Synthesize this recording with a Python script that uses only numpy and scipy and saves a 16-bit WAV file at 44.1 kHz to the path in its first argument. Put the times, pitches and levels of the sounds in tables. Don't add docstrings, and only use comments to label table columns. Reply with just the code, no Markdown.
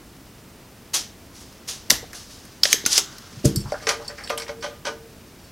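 import sys
import numpy as np
from scipy import signal
from scipy.fft import rfft, irfft
from scipy.io import wavfile

SR = 44100
rng = np.random.default_rng(int(sys.argv[2]) if len(sys.argv) > 2 else 0)


def generate_wav(sig):
    pcm = np.round(np.clip(np.atleast_2d(sig).T, -1, 1) * 32767).astype(np.int16)
    wavfile.write(sys.argv[1], SR, pcm)


N = 243162

# [f/Hz, relative density level/dB]
HUSH_SPECTRUM = [(12, -49), (20, -8), (92, -0.5), (199, -3), (223, -2), (555, -11.5), (656, -12),
                 (753, -14.5), (1730, -18.5), (2770, -20.5), (3180, -23), (15000, -28)]
# [f/Hz, relative density level/dB]
SIDE_SPECTRUM = [(12, -30), (20, -1), (80, -3), (155, -8), (367, -6), (1830, -13), (15000, -8.5)]
HUSH_DB, SIDE_HISS_DB = -46, -62.5
# [f/Hz, t60/s]
ROOM_DECAY = [(300, 0.46), (2000, 0.36), (5500, 0.28), (14000, 0.26)]
ROOM_DB, CUTOFF_HZ = -11, 15900

# [t/s, level/dB]
RUSTLE_CURVE = [(1.1, -61.5), (1.9, -54), (2.3, -52.5), (2.66, -54), (2.72, -45), (2.83, -44.5),
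                (3.0, -48.5), (3.4, -48.5), (4.3, -51), (4.65, -62.5), (5.5, -57.5)]

# [t/s, level/dB, t60/s]
BENCH_JOLTS = [(1.9, -39.5, 0.53), (2.85, -47, 0.25), (3.44, -27, 0.22), (3.5, -39.5, 1.9)]
JOLT_RISE_S, SWAY_DB = 0.016, -62.5
# [t/s, level/dB, reciprocal of contact time f/Hz]
BENCH_KNOCKS = [(3.364, -24.5, 190), (3.442, -15.5, 600), (3.45, -5.5, 534), (3.463, -16, 251),
                (3.491, -20, 259), (3.552, -32, 500), (3.563, -8, 174), (3.595, -20, 197),
                (3.644, -12, 109), (3.675, -26, 152)]
# [f/Hz, relative level/dB, t60/s]
BENCH_MODES = [(103.4, 8.5, 0.039), (138, 5, 0.072), (200, -11, 0.4), (218, -18, 0.11), (321, 3.5, 0.047),
               (452, -10.5, 0.16), (583, -3, 0.071)]

# [t/s, level/dB]
CASE_RAPS = [(3.722, -18), (3.741, -24)]
# [f/Hz, relative level/dB, t60/s]
CASE_MODES = [(602, 4.5, 0.049), (750, -6.5, 0.074), (990, -13, 0.028), (1435, -15, 0.071)]

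# [t/s, level/dB, f/Hz, rise/s, t60/s]
EDGE_SCUFFS = [(3.02, -52, 1290, 0.031, 1.7), (3.64, -43, 1060, 0.026, 0.3), (3.739, -36, 1450, .004, 0.14),
               (3.796, -46.5, 1870, .004, 0.21), (3.995, -43, 990, .002, 0.37),
               (4.095, -42, 1780, 0.011, 0.11), (4.179, -40.5, 1870, .001, 0.43),
               (4.273, -39, 3260, 0.00092, 0.06), (4.464, -36.5, 2260, 0.0018, 0.025),
               (4.852, -36, 1320, 0.0032, 0.11), (4.865, -43, 2320, 0.014, 0.12)]
SCUFF_WIDTH, SCRATCH_DB = 0.44, -2
# [t/s, level/dB, t60/s, tilt/dB per octave]
METAL_CHINKS = [(3.558, -27, .1, 4), (3.602, -39, 0.096, 6), (3.66, -52, 0.59, 0), (3.724, -44, 0.089, -11),
                (3.82, -49, 0.49, 0), (3.889, -41, 0.058, -6), (4.042, -47, 0.14, -11),
                (4.078, -29.5, 0.077, -8), (4.179, -47.5, 0.13, -6), (4.234, -36, 0.13, -6),
                (4.274, -43, .05, 11), (4.376, -39.5, 0.18, 12), (4.605, -48, 0.13, -3),
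                (5.438, -52, 0.12, 2)]
# [f/Hz, width/Hz, relative level/dB]
METAL_BANDS = [(4570, 460, -2.5), (5370, 420, -1.5), (7630, 220, -9.5), (8750, 2700, -8)]
CHINK_SCRATCH_DB, CHINK_RISE_S, BRUSH_RISE_PER_S = -12, 0.0016, 0.055

# [t/s, relative level/dB, t60/s, hardness as tilt/dB per octave]
BOARD_TOUCHES = [(2.137, -48, 0.094, 1.5), (3.82, -46.5, 0.2, -1), (3.868, -28.5, 0.086, 3),
                 (3.878, -36, 0.075, -1), (3.89, -34.5, 0.17, 7.5), (3.9, -46.5, 0.22, -5),
                 (3.997, -44.5, 0.026, -4), (4.083, -47, 0.23, -3.5), (4.18, -54, 0.53, 0),
                 (4.297, -29, 0.11, 0), (4.322, -45, 0.14, -0.5), (4.377, -45, 0.072, 9.5),
                 (4.4, -44.5, 0.051, 6), (4.415, -50.5, 0.14, 9), (4.477, -41, 0.13, 1.5),
                 (4.489, -40, 0.1, -4.5), (4.622, -38, 0.13, 3.2), (4.632, -41, 0.29, 1.2),
                 (4.847, -39.5, 0.18, 5.5), (4.864, -35.5, 0.16, 0.5)]
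# [f/Hz, relative level/dB, t60/s]
BOARD_MODES = [(463, -12, 0.57), (578, -2.5, 0.12), (592.9, -3.5, 0.26), (704, -6.5, 0.053),
               (816, -13, 0.12), (900, -16, 0.033), (1040, -3, 0.035), (1213, -3, 0.15), (1524, 5.5, 0.011),
               (1930, -2, 0.014), (2177, -8, 0.044), (2374, -2, 0.012), (3034, -1.5, 0.0056),
               (3440, -30, .012)]
GRIT_DB, GRIT_PER_TILT, RISE_SHARE = -2.5, 1.5, 0.043

# [t/s, level/dB, f/Hz]
DULL_THUMPS = [(1.904, -22, 214), (1.91, -46, 90), (1.916, -17, 560), (1.923, -18.5, 242),
               (2.029, -28, 464), (2.04, -32, 700), (2.632, -31, 144), (2.655, -17, 584), (2.741, -19, 390),
               (2.841, -25, 350), (2.862, -19.5, 293), (2.862, -15, 1454)]
THUMP_T60_S, THUMP_T60_S_PER_KHZ = 0.016, 0.0083

# [t/s, relative ping level/dB, ping f/Hz, crack level/dB, spit level/dB]
HARD_CLICKS = [(1.527, -40, 5250, -57, -53), (1.902, -11, 5040, -24.5, -17), (1.9052, 3.5, 5870, -8.5, -16),
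               (1.9128, -9, 4620, -32, -14), (2.1315, -32, 5460, -37, -37.5), (2.1377, -43, 5740, -48, -47),
               (2.4524, -43, 5230, -49, -41.5), (2.6349, 5, 4690, -16.5, -35), (2.6546, -9, 5070, -15, -36),
               (2.7295, 0.5, 6300, -6.5, -7.5), (2.8534, -14.5, 4700, -38, -42),
               (2.863, -2.5, 6050, -21, -14), (2.9303, -5, 5660, -37, -31), (2.9796, -1.5, 6020, -11, -31),
               (3.1838, -32.5, 5300, -47, -39), (3.4559, -8, 6900, -48, -21),
               (3.5604, -19.5, 5470, -41, -20.5), (3.721, -29.5, 5200, -31, -43),
               (3.8698, -14, 5340, -19, -56), (3.8914, -9.5, 5770, -15.5, -41),
               (4.2961, -19, 3770, -44, -41), (4.3024, -35, 3330, -22, -37), (4.377, -19.5, 2900, -37, -27),
               (4.3984, -25, 3820, -36, -36), (4.4208, -25, 4660, -37, -40)]
CLICK_T60_S, T60_LOSS_S_PER_DB = 0.019, .0005
CRACK_HZ, CRACK_HZ_PER_DB = 2550, 26
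CRACK_LIFE = 0.83

# [f/Hz, relative density level/dB]
AIR_SPECTRUM = [(200, -22), (330, -5.5), (500, -7), (1100, -4.5), (2400, -10), (3100, -6), (3700, -7),
                (5300, -1.5), (6300, -3.5), (7500, -7.5), (10500, -6), (13000, -13.5), (16000, -22)]
# [t/s, level/dB, rise/s, t60/s, breadth (outer bands against middle)/dB]
AIR_PUFFS = [(0.931, -17.5, 0.015, 0.26, -5.5), (1.33, -46, 0.035, 0.73, -5.5), (1.4, -50, 0.011, 0.19, -8),
             (1.671, -27.5, 0.019, 0.35, -5), (1.898, -22.5, 0.0035, 0.27, 3),
             (2.139, -38, 0.016, 0.58, -6), (2.3, -47.5, 0.014, 0.89, -5), (2.631, -21.5, 0.0033, 0.4, -5),
             (2.691, -27, 0.036, 0.053, -5), (2.728, -18, 0.0019, 0.11, -12),
             (2.86, -23, 0.0014, 0.16, -2.5), (2.884, -18.5, 0.053, 0.27, -11),
             (2.94, -20.5, 0.036, 0.12, -16), (2.977, -25.5, 0.002, 0.1, 8.5),
             (3.442, -30, 0.011, 0.24, 4.5), (3.887, -26, 0.0016, 0.2, -3.5)]
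PUFF_TREBLE_DB, PUFF_BASS_DB, TREBLE_LIFE = 0.5, -2, 0.63


def from_db(db):
    return 10 ** (np.asarray(db) / 20)


def rms_one(x):
    return x / np.sqrt(np.mean(x ** 2) + 1e-20)


def at_hz(points, hz):
    f, value = np.transpose(points)
    return np.interp(np.log(hz), np.log(f), value)


def coloured(spectrum):
    hz = np.maximum(np.arange(N // 2 + 1) * SR / N, 1)
    white_spectrum = rfft(rng.standard_normal(N))
    return rms_one(irfft(white_spectrum * from_db(at_hz(spectrum, hz)), N))


def band(x, low_hz, high_hz):
    edges = [low_hz, min(high_hz, .45 * SR)]
    return signal.sosfilt(signal.butter(2, edges, "band", fs=SR, output="sos"), x)


def ring(x, hz, t60):
    radius, angle = from_db(-60 / (max(t60, .002) * SR)), 2 * np.pi * hz / SR
    feedback = [1, -2 * radius * np.cos(angle), radius ** 2]
    return signal.lfilter([0, np.sin(angle)], feedback, x + 1e-18)


def swell(rise, t60, size):
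    t, rise = np.arange(size) / SR, max(rise, 2e-4)
    onset = np.sin(np.pi / 2 * np.minimum(t / rise, 1)) ** 2
    return onset * from_db(-60 * np.maximum(t - rise, 0) / max(t60, .003))


def add(out, s, piece):
    i = round(s * SR)
    out[i:i + len(piece)] += piece[:N - i]


def sputter(depth_db, hz):
    return from_db(depth_db * rms_one(band(rng.standard_normal(N), hz / 4, hz)))


def burst(white, s, low_hz, high_hz, rise, t60):
    size = round(SR * (.05 + rise + min(t60, 1)))
    x = white[round(s * SR):][:size] * swell(rise, t60, size=size)
    filtered = band(band(x, low_hz, high_hz), low_hz, high_hz)
    return filtered * np.sqrt(.6 * SR / (high_hz - low_hz))


def damped_note(s, level_db, hz, t60, out):
    t = np.arange(SR // 3) / SR
    add(out, s, from_db(level_db) * np.sin(2 * np.pi * hz * t) * swell(0.46 / hz, t60, size=len(t)))


def hush():
    return from_db(HUSH_DB) * coloured(HUSH_SPECTRUM)


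def side_hiss():
    return from_db(SIDE_HISS_DB) * coloured(SIDE_SPECTRUM) * [[1], [-1]]


def room(x):
    t, white = np.arange(SR // 2) / SR, rng.standard_normal(SR // 2)
    tail = np.zeros(len(t))
    for hz in 280 * 2. ** np.arange(6):
        tail += band(white, hz, 2 * hz) * from_db(-60 * t / at_hz(ROOM_DECAY, hz * 1.4))
    tail *= np.minimum(t / 0.0021, 1) ** 2
    return signal.fftconvolve(x, tail / np.sqrt(np.sum(tail ** 2)))[:N]


def rustle():
    gain = from_db(np.interp(np.arange(N) / SR, *np.transpose(RUSTLE_CURVE)))
    noise = rms_one(band(coloured(AIR_SPECTRUM), 1100, 6500))
    return gain * noise * sputter(depth_db=2.0, hz=25.4)


def bench_sway():
    gain = np.full(N, from_db(SWAY_DB))
    for s, level_db, t60 in BENCH_JOLTS:
        add(gain, s, from_db(level_db) * swell(JOLT_RISE_S, t60, size=2 * SR))
    rumble = band(band(rng.standard_normal(N), 27, 104), 27, 108)
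    return gain * rms_one(rumble)


def bench_knocks():
    force, knocks = np.zeros(N), np.zeros(N)
    for s, level_db, contact_hz in BENCH_KNOCKS:
        push = np.hanning(round(SR / contact_hz))
        add(force, s, from_db(level_db) * push / push.sum())
    for k, (hz, level_db, t60) in enumerate(BENCH_MODES):
        knocks += (-1) ** k * from_db(level_db) * ring(force, hz, t60)
    return band(knocks, 128, 1000)


def case_raps():
    out = np.zeros(N)
    for s, rap_db in CASE_RAPS:
        for hz, level_db, t60 in CASE_MODES:
            damped_note(s, rap_db + level_db, hz, t60, out)
    return out


def scuffs():
    white, out = rng.standard_normal(N + 2 * SR), np.zeros(N)
    white[:N] *= sputter(depth_db=2.5, hz=122)
    for s, level_db, hz, rise, t60 in EDGE_SCUFFS:
        low_hz, high_hz = hz * (1 - SCUFF_WIDTH / 2), hz * (1 + SCUFF_WIDTH / 2)
        add(out, s, from_db(level_db) * burst(white, s, low_hz, high_hz, rise, t60))
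        scratch = burst(white, s + .5, hz / 3.0, hz * 1.48, rise, t60)
        add(out, s, from_db(level_db + SCRATCH_DB) * scratch)
    return out


def chinks():
    white, out = rng.standard_normal(N + 2 * SR), np.zeros(N)
    white[:N] *= sputter(depth_db=2.5, hz=122)
    for s, level_db, t60, tilt_db in METAL_CHINKS:
        rise = CHINK_RISE_S + BRUSH_RISE_PER_S * t60 ** 2
        for hz, width_hz, part_db in METAL_BANDS:
            gain = from_db(level_db + part_db + tilt_db * np.log2(hz / 5000))
            add(out, s, gain * burst(white, s, hz - width_hz / 2, hz + width_hz / 2, rise, t60))
        scratch = burst(white, s + .5, 2600, 12000, rise, t60)
        add(out, s, from_db(level_db + CHINK_SCRATCH_DB) * scratch)
    return out


def board():
    rub, out = rng.standard_normal(N + 2 * SR), np.zeros(N)
    rub[:N] *= sputter(depth_db=1.5, hz=504)
    shape = (len(BOARD_TOUCHES), len(BOARD_MODES))
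    detune = rng.normal(1, .012, shape)
    spread_db = rng.normal(0, 2, shape)
    for (s, touch_db, t60, tilt_db), shifts, spreads in zip(BOARD_TOUCHES, detune, spread_db):
        rise = RISE_SHARE * t60
        force = rub[round(s * SR):][:SR // 2] * swell(rise, t60, size=SR // 2) * from_db(touch_db - 18)
        for (hz, level_db, ring_t60), shift, extra_db in zip(BOARD_MODES, shifts, spreads):
            gain = from_db(level_db + tilt_db * np.log2(hz / 1000) + extra_db)
            add(out, s, gain * ring(force, hz * shift, ring_t60))
        grit_db = touch_db + GRIT_DB + GRIT_PER_TILT * tilt_db
        add(out, s, from_db(grit_db) * burst(rub, s, 4130, 6330, rise, t60))
        add(out, s, from_db(grit_db - 9.0) * burst(rub, s, 7200, 11700, rise, t60))
    return band(out, 430, 9500)


def thumps():
    out = np.zeros(N)
    for s, level_db, hz in DULL_THUMPS:
        damped_note(s, level_db, hz, THUMP_T60_S + THUMP_T60_S_PER_KHZ * hz / 1000, out)
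    return out


def clicks():
    white, out, t = rng.standard_normal(N + 2 * SR), np.zeros(N), np.arange(SR // 10) / SR
    for s, level_db, hz, crack_db, spit_db in HARD_CLICKS:
        t60 = CLICK_T60_S - T60_LOSS_S_PER_DB * level_db
        crack_hz = CRACK_HZ + CRACK_HZ_PER_DB * level_db
        start = s - .001
        ping = np.sin(2 * np.pi * hz * t) * swell(.0005, .7 * t60, size=len(t))
        rattle = burst(white, s, hz / 1.4, hz * 1.304, 0.00012, t60)
        crack = burst(white, s, crack_hz / 1.82, crack_hz * 1.52, 0.00073, CRACK_LIFE * t60)
        spit = burst(white, s, 7300, 13500, .0004, .6 * t60)
        add(out, start, from_db(level_db - 6) * ping)
        add(out, start, from_db(level_db - 6.5) * rattle)
        add(out, start, from_db(crack_db) * crack)
        add(out, start, from_db(spit_db) * spit)
    return out


def air():
    hiss, out = coloured(AIR_SPECTRUM) * sputter(depth_db=1.0, hz=420), np.zeros(N)
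    bass, middle, treble = -band(hiss, 200, 2700), band(hiss, 2700, 7500), -band(hiss, 7500, 19000)
    for s, level_db, rise, t60, breadth_db in AIR_PUFFS:
        i = round(s * SR)
        body = (middle + from_db(breadth_db + PUFF_BASS_DB) * bass)[i:i + SR]
        top = from_db(breadth_db + PUFF_TREBLE_DB) * treble[i:i + SR]
        add(out, s, from_db(level_db) * body * swell(rise, t60, size=len(body)))
        add(out, s, from_db(level_db) * top * swell(rise, TREBLE_LIFE * t60, size=len(top)))
    return out


def scene():
    near = rustle() + bench_sway() + bench_knocks() + case_raps() + scuffs() + chinks()
    near += board() + thumps() + clicks() + air()
    mono = near + from_db(ROOM_DB) * room(near) + hush()
    return mono + side_hiss()


def record(dry):
    limited = np.clip(dry, -1, 1)
    return signal.sosfilt(signal.ellip(14, .3, 85, CUTOFF_HZ, fs=SR, output="sos"), limited)


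dry = scene()
out = record(dry)
generate_wav(out)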